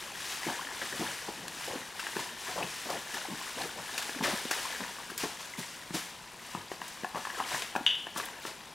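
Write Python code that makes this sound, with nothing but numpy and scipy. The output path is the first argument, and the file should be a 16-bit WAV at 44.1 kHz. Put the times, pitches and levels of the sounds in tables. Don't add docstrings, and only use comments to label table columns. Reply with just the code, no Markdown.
import sys
import numpy as np
from scipy import signal
from scipy.fft import rfft, irfft
from scipy.io import wavfile

SR = 44100
rng = np.random.default_rng(int(sys.argv[2]) if len(sys.argv) > 2 else 0)


def generate_wav(signal):
    frames = np.transpose(np.atleast_2d(signal))
    scaled = np.clip(frames, -1, 1) * 32767
    pcm = np.round(scaled).astype(np.int16)
    wavfile.write(sys.argv[1], SR, pcm)


N = 385434

# start and length in seconds, level in dB, middle bubble pitch in Hz.
PLUNGES = [(0.467, 0.045, -39.5, 384), (0.917, 0.051, -44, 458), (0.989, 0.059, -37, 303),
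           (1.049, 0.057, -49, 166), (1.276, 0.028, -41, 505), (1.36, 0.13, -50, 264),
           (1.673, 0.12, -43.5, 533), (2.158, 0.05, -41, 536), (2.471, 0.045, -41.5, 840),
           (2.556, 0.086, -38, 556), (2.605, 0.04, -43, 161), (2.854, 0.028, -42, 490),
           (2.887, 0.089, -39.5, 690), (2.972, 0.02, -47, 220), (3.136, 0.038, -44, 565),
           (3.293, 0.051, -41, 240), (3.564, 0.1, -42.5, 560), (3.62, 0.022, -46, 171),
           (3.756, 0.051, -43.5, 600), (3.79, 0.029, -50, 191), (4.153, 0.037, -47, 330),
           (4.209, 0.15, -39.5, 414), (4.798, 0.035, -41.5, 335), (5.23, 0.027, -37, 477),
           (5.577, 0.029, -42.5, 275), (5.934, 0.033, -37.5, 378), (6.551, 0.028, -45, 198),
           (7.153, 0.045, -40.5, 804), (7.509, 0.057, -38.5, 1090), (7.762, 0.051, -47, 412),
           (8.168, 0.042, -42.5, 990), (8.451, 0.052, -48, 476)]
# start in seconds, level in dB, pitch in Hz.
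PLOPS = [(0.154, -31, 1800), (0.432, -30, 1960), (0.466, -24.5, 320), (0.473, -35, 490), (0.487, -27, 895),
         (0.502, -25, 890), (0.592, -30, 1020), (0.816, -30, 1630), (0.926, -30, 1790), (0.997, -28, 304),
         (1.016, -29, 340), (1.285, -31.5, 800), (1.679, -30, 492), (1.733, -27, 493), (1.756, -33, 278),
         (1.994, -29, 1500), (2.0, -32, 2680), (2.163, -28.5, 383), (2.193, -31, 940), (2.583, -28, 550),
         (2.585, -33, 770), (2.606, -29, 620), (2.611, -31, 810), (2.627, -24, 2540), (2.631, -30, 2900),
         (2.897, -30.5, 710), (2.899, -30, 915), (2.902, -28, 550), (3.144, -30, 1735), (3.285, -29, 342),
         (3.413, -32, 1020), (3.608, -29, 740), (3.618, -26.5, 4260), (3.655, -33, 440),
         (4.161, -32.5, 278), (4.205, -30, 231), (4.224, -26.5, 230), (4.24, -30, 345), (4.254, -30, 1735),
         (4.257, -27, 1155), (4.279, -29, 598), (4.333, -30, 217), (4.654, -31.5, 1030), (4.76, -32, 1610),
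         (4.838, -30, 1780), (4.848, -32.5, 960), (4.985, -34, 1125), (5.117, -36.5, 383),
         (5.407, -36, 1030), (5.537, -32.5, 2090), (5.584, -31.5, 238), (5.63, -32.5, 1900),
         (5.823, -36.5, 1800), (5.945, -28, 302), (7.808, -32.5, 274)]
# start in seconds, level in dB, fade time in seconds,
# extra brightness in dB per octave.
SPLATS = [(0.817, -36, 0.19, -2.5), (1.481, -29, 0.016, 3), (1.995, -37.5, 0.095, 4), (2.901, -34, .06, 4),
          (3.142, -38, 0.12, 4), (3.979, -28.5, 0.068, 4), (4.024, -32.5, 0.049, 3.5),
          (4.237, -29.5, 0.3, 0), (4.511, -27.5, 0.06, 5.5), (5.102, -43, 0.08, 6),
          (5.178, -28.5, 0.035, 12.5), (5.235, -31.5, 0.11, -5), (5.945, -35.5, 0.35, 4.5),
          (5.59, -40, 0.09, 7), (6.88, -39, 0.03, 9), (7.621, -29.5, 0.04, 1), (8.174, -33, 0.087, 7),
          (8.255, -32.5, 0.022, 18), (8.463, -40, 0.1, 4)]
# start, swell time and spray fade time in seconds,
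# then spray level and bubble level in dB.
STRIDES = [(-0.198, 0.097, 1.6, -41, -43.5), (0.132, 0.2, 1.05, -39.5, -45), (0.41, 0.054, 2.3, -41.5, -39),
           (0.69, 0.2, 1.5, -42.0, -48.5), (0.932, 0.1, 2.9, -41.5, -44), (1.5, 0.15, 1.8, -42.5, -45.5),
           (1.947, 0.12, 1.6, -43, -45), (2.143, 0.06, 0.67, -41, -46), (2.362, 0.12, 3.2, -42, -46.5),
           (2.657, 0.083, 3.8, -44.0, -60), (2.832, 0.097, 0.62, -47, -43.5),
           (3.062, 0.11, 1.35, -43.5, -42.5), (3.303, 0.148, 2.9, -43.5, -49),
           (3.561, 0.058, 0.62, -42, -44), (3.76, 0.18, 3.4, -44, -44), (3.975, 0.027, 1.5, -42.5, -58.0),
           (4.224, 0.021, 1.77, -36, -40), (4.505, 0.012, 2.54, -37.5, -42.5),
           (5.174, 0.037, 0.68, -37, -48), (5.384, 0.02, 1.1, -45, -53), (5.57, 0.016, 1.65, -44, -63),
           (5.93, 0.019, 0.8, -39.5, -55), (6.376, 0.17, 0.59, -48.5, -52),
           (6.697, 0.029, 0.35, -48.5, -69), (6.798, 0.08, 1.5, -48, -54), (7.144, 0.025, 3.4, -46.5, -51),
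           (7.333, 0.057, 0.93, -45, -38), (7.459, 0.097, 0.67, -37, -50), (8.15, 0.037, 0.65, -42, -39.5),
           (8.402, 0.09, 0.31, -45.5, -48)]
# start in seconds, knock level in dB, hoof pitch in Hz,
# then the levels of the bed's thud and the stone's clack in dB.
KNOCKS = [(1.289, -44, 840, -33.5, -50), (2.067, -31, 1100, -40, -23.5), (2.166, -31, 925, -38, -23.5),
          (4.093, -38, 830, -36, -27), (4.209, -26, 925, -38, -35), (4.453, -41, 665, -29.5, -50),
          (4.511, -28, 960, -28.5, -20), (4.805, -34, 996, -33.5, -33), (5.1, -33.5, 1330, -42, -33),
          (5.234, -39, 635, -40, -34), (5.906, -42, 950, -32.5, -38), (6.549, -25, 1000, -31.5, -38),
          (6.716, -33, 930, -27.5, -31), (6.816, -29, 990, -44, -27), (7.034, -39, 617, -32, -32),
          (7.045, -25.5, 910, -35, -23.5), (7.146, -28, 1010, -36, -35), (7.156, -27.5, 980, -40, -35),
          (7.169, -28.5, 940, -55, -42), (7.251, -27.5, 1040, -49, -26), (7.27, -29.5, 1030, -43, -32),
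          (7.301, -34, 1140, -44, -26), (7.401, -19.5, 1030, -39, -28), (7.545, -27.5, 990, -40, -26),
          (7.623, -35, 1020, -61, -30), (7.752, -22, 940, -37, -28), (7.761, -22, 780, -29, -17.5),
          (8.068, -33, 860, -38, -28.5), (8.161, -28, 1180, -37, -33), (8.199, -26.5, 1150, -51, -24),
          (8.285, -38, 1070, -55, -30), (8.451, -30, 1130, -34, -30.5)]
# start in seconds, level in dB.
CRACKS = [(7.8641, -9.5)]
# pitch in Hz, level in dB, fade time in seconds.
STONE_NOTES = [(1514, 1.5, 0.027), (1766, 4, .028), (1920, -5, 0.024), (2670, 1, 0.017), (3340, -11, 0.013)]
CRACK_NOTES = [(2880, 0, .014), (3110, -1, .013), (3430, -1.5, .012), (3690, -8, .011)]
# frequency in Hz, level in dB.
SLOSH_TONE = [(60, -3), (140, -1), (400, -5), (700, -5.5), (980, 2.5), (1300, -13), (1750, -10),
              (2400, -24), (6000, -28)]
SPLAT_TONE = [(100, -11), (400, 7.5), (1800, 8), (5000, 1), (10000, -9.5), (15000, -20)]
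SPRAY_TONE = [(400, -15), (1000, -4.5), (1700, 1), (2250, 0), (2900, 0), (4200, -2.5), (5500, -2.5),
              (7500, -5.5), (10000, -8), (12500, -11.5), (15800, -15)]
CHURN_TONE = [(120, -6.5), (250, -6), (400, -2), (600, -2.5), (1000, 1), (1280, -7), (1750, 2), (2250, -11),
              (3000, -8), (5000, -30.5)]
SCRAPE_TONE = [(300, -48), (1000, -35), (1650, 1), (1900, -3), (2200, -7), (2800, -7), (4000, -5),
               (12000, -15)]
TICK_TONE = [(200, -14), (1000, 1), (1700, 4), (2500, 7), (3600, 4), (4400, -1), (6000, -3), (10000, -9),
             (12000, -20), (15800, -22)]
STREAM_TONE = [(25, -15), (45, -6.5), (80, -8.5), (150, -2.5), (240, -1.5), (295, -5.5), (355, -3),
               (430, -8.5), (520, -5.5), (700, -7), (980, -2), (1250, -7.5), (1650, -7.5), (2400, -8),
               (5000, -12.5), (10000, -18.5), (15800, -29)]
# frequency in Hz, fade time in seconds.
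RAVINE_FADE = [(150, .22), (500, .3), (1400, .42), (2500, .46), (3150, .62), (3900, .42), (5000, .32),
               (9000, .24), (15000, .18)]
# delay in seconds, level in dB.
BANK_ECHOES = [(.0075, -35), (0.0146, -11), (0.0372, -15), (.0475, -13), (0.088, -12.5)]
# frequency in Hz, level in dB.
STEREO_WIDTH = [(60, -5), (250, 2.5), (1000, -8), (2500, -8.5), (5000, -3), (9000, 5.5), (12000, -20),
                (15000, -20)]
# frequency in Hz, left minus right in dB.
MIC_BALANCE = [(60, 0), (180, 1.2), (700, 2.3), (1400, 3.8), (2900, 2.8), (5500, 1.4), (10000, .1),
               (15000, 0)]


def plunges(level_db=-2.5, per_s=220, scatter_octaves=1.512, climb_octaves=0.85, fade_db=4, slosh_db=-4.5):
    out, t = np.zeros(N), np.arange(SR // 4) / SR
    for start, length, db, middle_hz in PLUNGES:
        cluster = np.zeros(len(t))
        count = int(length * per_s) + 2
        for k, (delay, size, up, down) in enumerate(rng.random((256, 4))[:count]):
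            progress = (k + delay) / count
            hz = middle_hz * 2 ** (scatter_octaves * (up - down) + climb_octaves * (progress - .5))
            strength = (-1) ** k * (.5 + size) * amp(-fade_db * progress) * np.sqrt(hz)
            add(cluster, progress * length, strength * bubble(hz, cycles=16, rise=0.28))
        slosh = colour(rng.standard_normal(len(t)), SLOSH_TONE)
        slosh *= np.interp(t / length, [0, .15, .8, 1.5], [0, 1, 1, 0])
        gulp = unit_rms(cluster) + amp(slosh_db) * unit_rms(slosh)
        add(out, start, amp(db + level_db) * gulp * np.sqrt(length / t[-1]))
    return out


def plops(level_db=-2.5, spatter_db=-7):
    out, t = np.zeros(N), np.arange(SR // 10) / SR
    for start, db, hz in PLOPS:
        ring = bubble(hz, cycles=34 * (hz / 1600) ** 0.64, rise=0.066)
        around_pitch = [(hz / 2, -22), (hz, 0), (hz * 2, -22), (SR, -44)]
        spatter = colour(noise_burst(t, t60=0.043), around_pitch)
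        add(out, start, amp(db + level_db) * unit_peak(ring))
        add(out, start, amp(db + level_db + spatter_db) * unit_peak(spatter))
    return out


def splats():
    out, t = np.zeros(N), np.arange(SR // 2) / SR
    for start, db, t60, brightness in SPLATS:
        tone = [(hz, level + brightness * np.log2(hz / 2000)) for hz, level in SPLAT_TONE]
        splat = unit_rms(colour(rng.standard_normal(len(t)), tone))
        add(out, start, amp(db) * splat * fade(t, t60))
    return out


def knocks(clack_db=-3, scrape_db=-11, grit_db=-27, thud_cycles=8.9, hoof_t60=.021):
    out, t = np.zeros(N), np.arange(SR // 8) / SR
    for start, knock_db, hoof_hz, bed_db, stone_db in KNOCKS:
        bed_hz = 252 * 2 ** rng.uniform(-0.56, 0.56)
        tuning = 2 ** rng.uniform(-0.12, 0.12)
        blow = amp(grit_db) * noise_burst(t, t60=.05)
        blow[0] += 1
        hoof = sum(gain * note(t, hoof_hz * ratio, hoof_t60)
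                   for ratio, gain in [(1, 1), (0.776, -0.57), (1.22, -0.53)])
        knock = signal.fftconvolve(blow, hoof)[:len(t)]
        bed_t60 = thud_cycles / bed_hz
        thud = note(t, bed_hz, bed_t60) - 0.96 * note(t, bed_hz * 1.92, bed_t60 / 2)
        clack = ringing(t, STONE_NOTES, tuning)
        scrape = unit_peak(colour(noise_burst(t, t60=.05), SCRAPE_TONE))
        add(out, start, amp(knock_db) * unit_peak(knock))
        add(out, start, amp(bed_db) * unit_peak(thud))
        add(out, start, amp(stone_db + clack_db) * (clack + amp(scrape_db) * scrape))
    return out


def shoe_crack(tick_db=-7.5):
    out, t = np.zeros(N), np.arange(SR // 8) / SR
    ring = ringing(t, CRACK_NOTES)
    tick = unit_peak(colour(noise_burst(t, t60=0.015), TICK_TONE))
    for start, db in CRACKS:
        add(out, start, amp(db) * (ring + amp(tick_db) * tick))
    return out


def stirring(bubbles_linger=1.41):
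    t, spray_power, churn_power = np.arange(N) / SR, 0, 0
    for start, swell_s, t60, spray_db, bubbles_db in STRIDES:
        swell = np.clip((t - start) / swell_s, 0, 1)
        settling_s = np.maximum(t - start - swell_s, 0)
        spray_power += swell * (amp(spray_db) * fade(settling_s, t60)) ** 2
        churn_power += swell * (amp(bubbles_db) * fade(settling_s, t60 * bubbles_linger)) ** 2
    return np.sqrt(spray_power), np.sqrt(churn_power)


def spray(gain, level_db=1.0, mist_db=-1):
    drops = bubble_swarm(910, 15160, per_s=6000, cycles=6.1, spread_db=1.5, sizes=24)
    mist = amp(mist_db) * rng.standard_normal(N)
    return amp(level_db) * gain * unit_rms(colour(drops + mist, SPRAY_TONE))


def churn(gain, froth_db=-2.3, foam_db=-8, drip_db=-9.0):
    gurgle = bubble_swarm(250, 4500, per_s=600, cycles=19, spread_db=3.3, sizes=40)
    plinks = bubble_swarm(850, 3800, per_s=60, cycles=32, spread_db=2.2, sizes=37)
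    foam = amp(foam_db) * rng.standard_normal(N)
    froth = unit_rms(colour(gurgle + foam, CHURN_TONE))
    return gain * (amp(froth_db) * froth + amp(drip_db) * plinks)


def stream(level_db=-49.0, trickle_db=-3):
    wash = rng.standard_normal(N)
    trickle = bubble_swarm(375, 15600, per_s=1500, cycles=13.3, spread_db=3.0, sizes=20)
    return amp(level_db) * unit_rms(colour(wash + amp(trickle_db) * trickle, STREAM_TONE))


def ravine(sound, tail_db, echo_db, side_db, build_s=0.0009, reflections_per_s=14000):
    reflections = rng.standard_normal((2, SR)) * (rng.random((2, SR)) < reflections_per_s / SR)
    hz, t, spectrum = signal.stft(reflections, SR, nperseg=256)
    spectrum *= fade(t, look_up(RAVINE_FADE, hz)[:, None])
    tail = signal.istft(spectrum, SR, nperseg=256)[1]
    tail *= 1 - np.exp(-np.arange(tail.shape[1]) / SR / build_s)
    centre, side = amp([[tail_db], [side_db]]) * tail / np.linalg.norm(tail[0])
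    centre[0] += 1
    for delay, db in BANK_ECHOES:
        add(centre, delay, amp([db + echo_db]))
    side = colour(side, STEREO_WIDTH)
    return signal.fftconvolve(sound[None], np.array([centre + side, centre - side]), axes=1)[:, :N]


def bubble(hz, cycles, rise=0.074):
    age = np.linspace(0, 1, int(cycles * SR / hz) + 8)
    swell = 1 - np.exp(-2 * cycles * age)
    return np.sin(2 * np.pi * cycles * age * (1 + rise * age)) * swell * fade(age, 1)


def bubble_swarm(low_hz, high_hz, per_s, cycles, spread_db, sizes):
    out = np.zeros(N)
    count = int(per_s * N / SR / sizes) + 1
    for hz in np.geomspace(low_hz, high_hz, sizes):
        when, luck, flip = rng.random((4096, 3))[:count].T
        levels_db = spread_db * np.minimum(-np.log(1 - luck), 4)
        strengths = unit_rms(amp(levels_db)) * np.sign(flip - .5)
        ring = hz * bubble(hz, cycles)
        positions = (when * N).astype(int)[:, None] + np.arange(len(ring))
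        out += np.bincount(positions.ravel(), np.outer(strengths, ring).ravel(), N)[:N]
    return unit_rms(out)


def ringing(t, notes, tuning=1):
    return unit_peak(sum((-1) ** k * amp(db) * note(t, hz * tuning, t60)
                         for k, (hz, db, t60) in enumerate(notes)))


def note(t, hz, t60):
    return np.sin(2 * np.pi * hz * t) * fade(t, t60)


def noise_burst(t, t60):
    return rng.standard_normal(len(t)) * fade(t, t60)


def fade(t, t60):
    return amp(-60 * t / t60)


def colour(sound, tone, size=4096):
    log_gain = np.log(amp(look_up(tone, abs(np.fft.fftfreq(size, 1 / SR)))))
    response = np.exp(np.conj(signal.hilbert(log_gain)))
    taps = np.fft.ifft(response).real[:size // 2]
    return signal.oaconvolve(sound, taps)[:len(sound)]


def look_up(table, hz):
    row_hz, values = np.transpose(table)
    return np.interp(np.log(hz + 1), np.log(row_hz + 1), values)


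def add(mix, start, sound):
    part = mix[round(start * SR):][:len(sound)]
    part += sound[:len(part)]


def amp(db):
    return 10 ** (np.asarray(db) / 20)


def unit_rms(sound):
    return sound / np.sqrt(np.mean(sound ** 2) + 1e-20)


def unit_peak(sound):
    return sound / (abs(sound).max() + 1e-12)


def scene():
    spray_gain, churn_gain = stirring()
    water = stream() + spray(spray_gain) + churn(churn_gain)
    water = ravine(water, tail_db=-15, echo_db=-16, side_db=-15)
    low_cut = [(30, -11), (70, -9), (130, 2.0), (220, 0.5), (15000, 0.5)]
    steps = colour(plunges() + plops() + splats() + knocks(), low_cut)
    steps = ravine(steps, tail_db=-9.0, echo_db=-15.5, side_db=-27.5)
    crack = ravine(shoe_crack(), tail_db=-1.5, echo_db=-1.5, side_db=-19)
    return steps + crack + water


def record(dry):
    lean_db = look_up(MIC_BALANCE, np.fft.rfftfreq(N, 1 / SR))
    pair = irfft(rfft(dry) * amp(np.array([lean_db, -lean_db]) / 2), N)
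    low_pass = signal.firwin(511, cutoff=15850, window=("kaiser", 9), fs=SR)
    return signal.oaconvolve(pair, low_pass[None], "same")


dry = scene()
out = record(dry)
generate_wav(out)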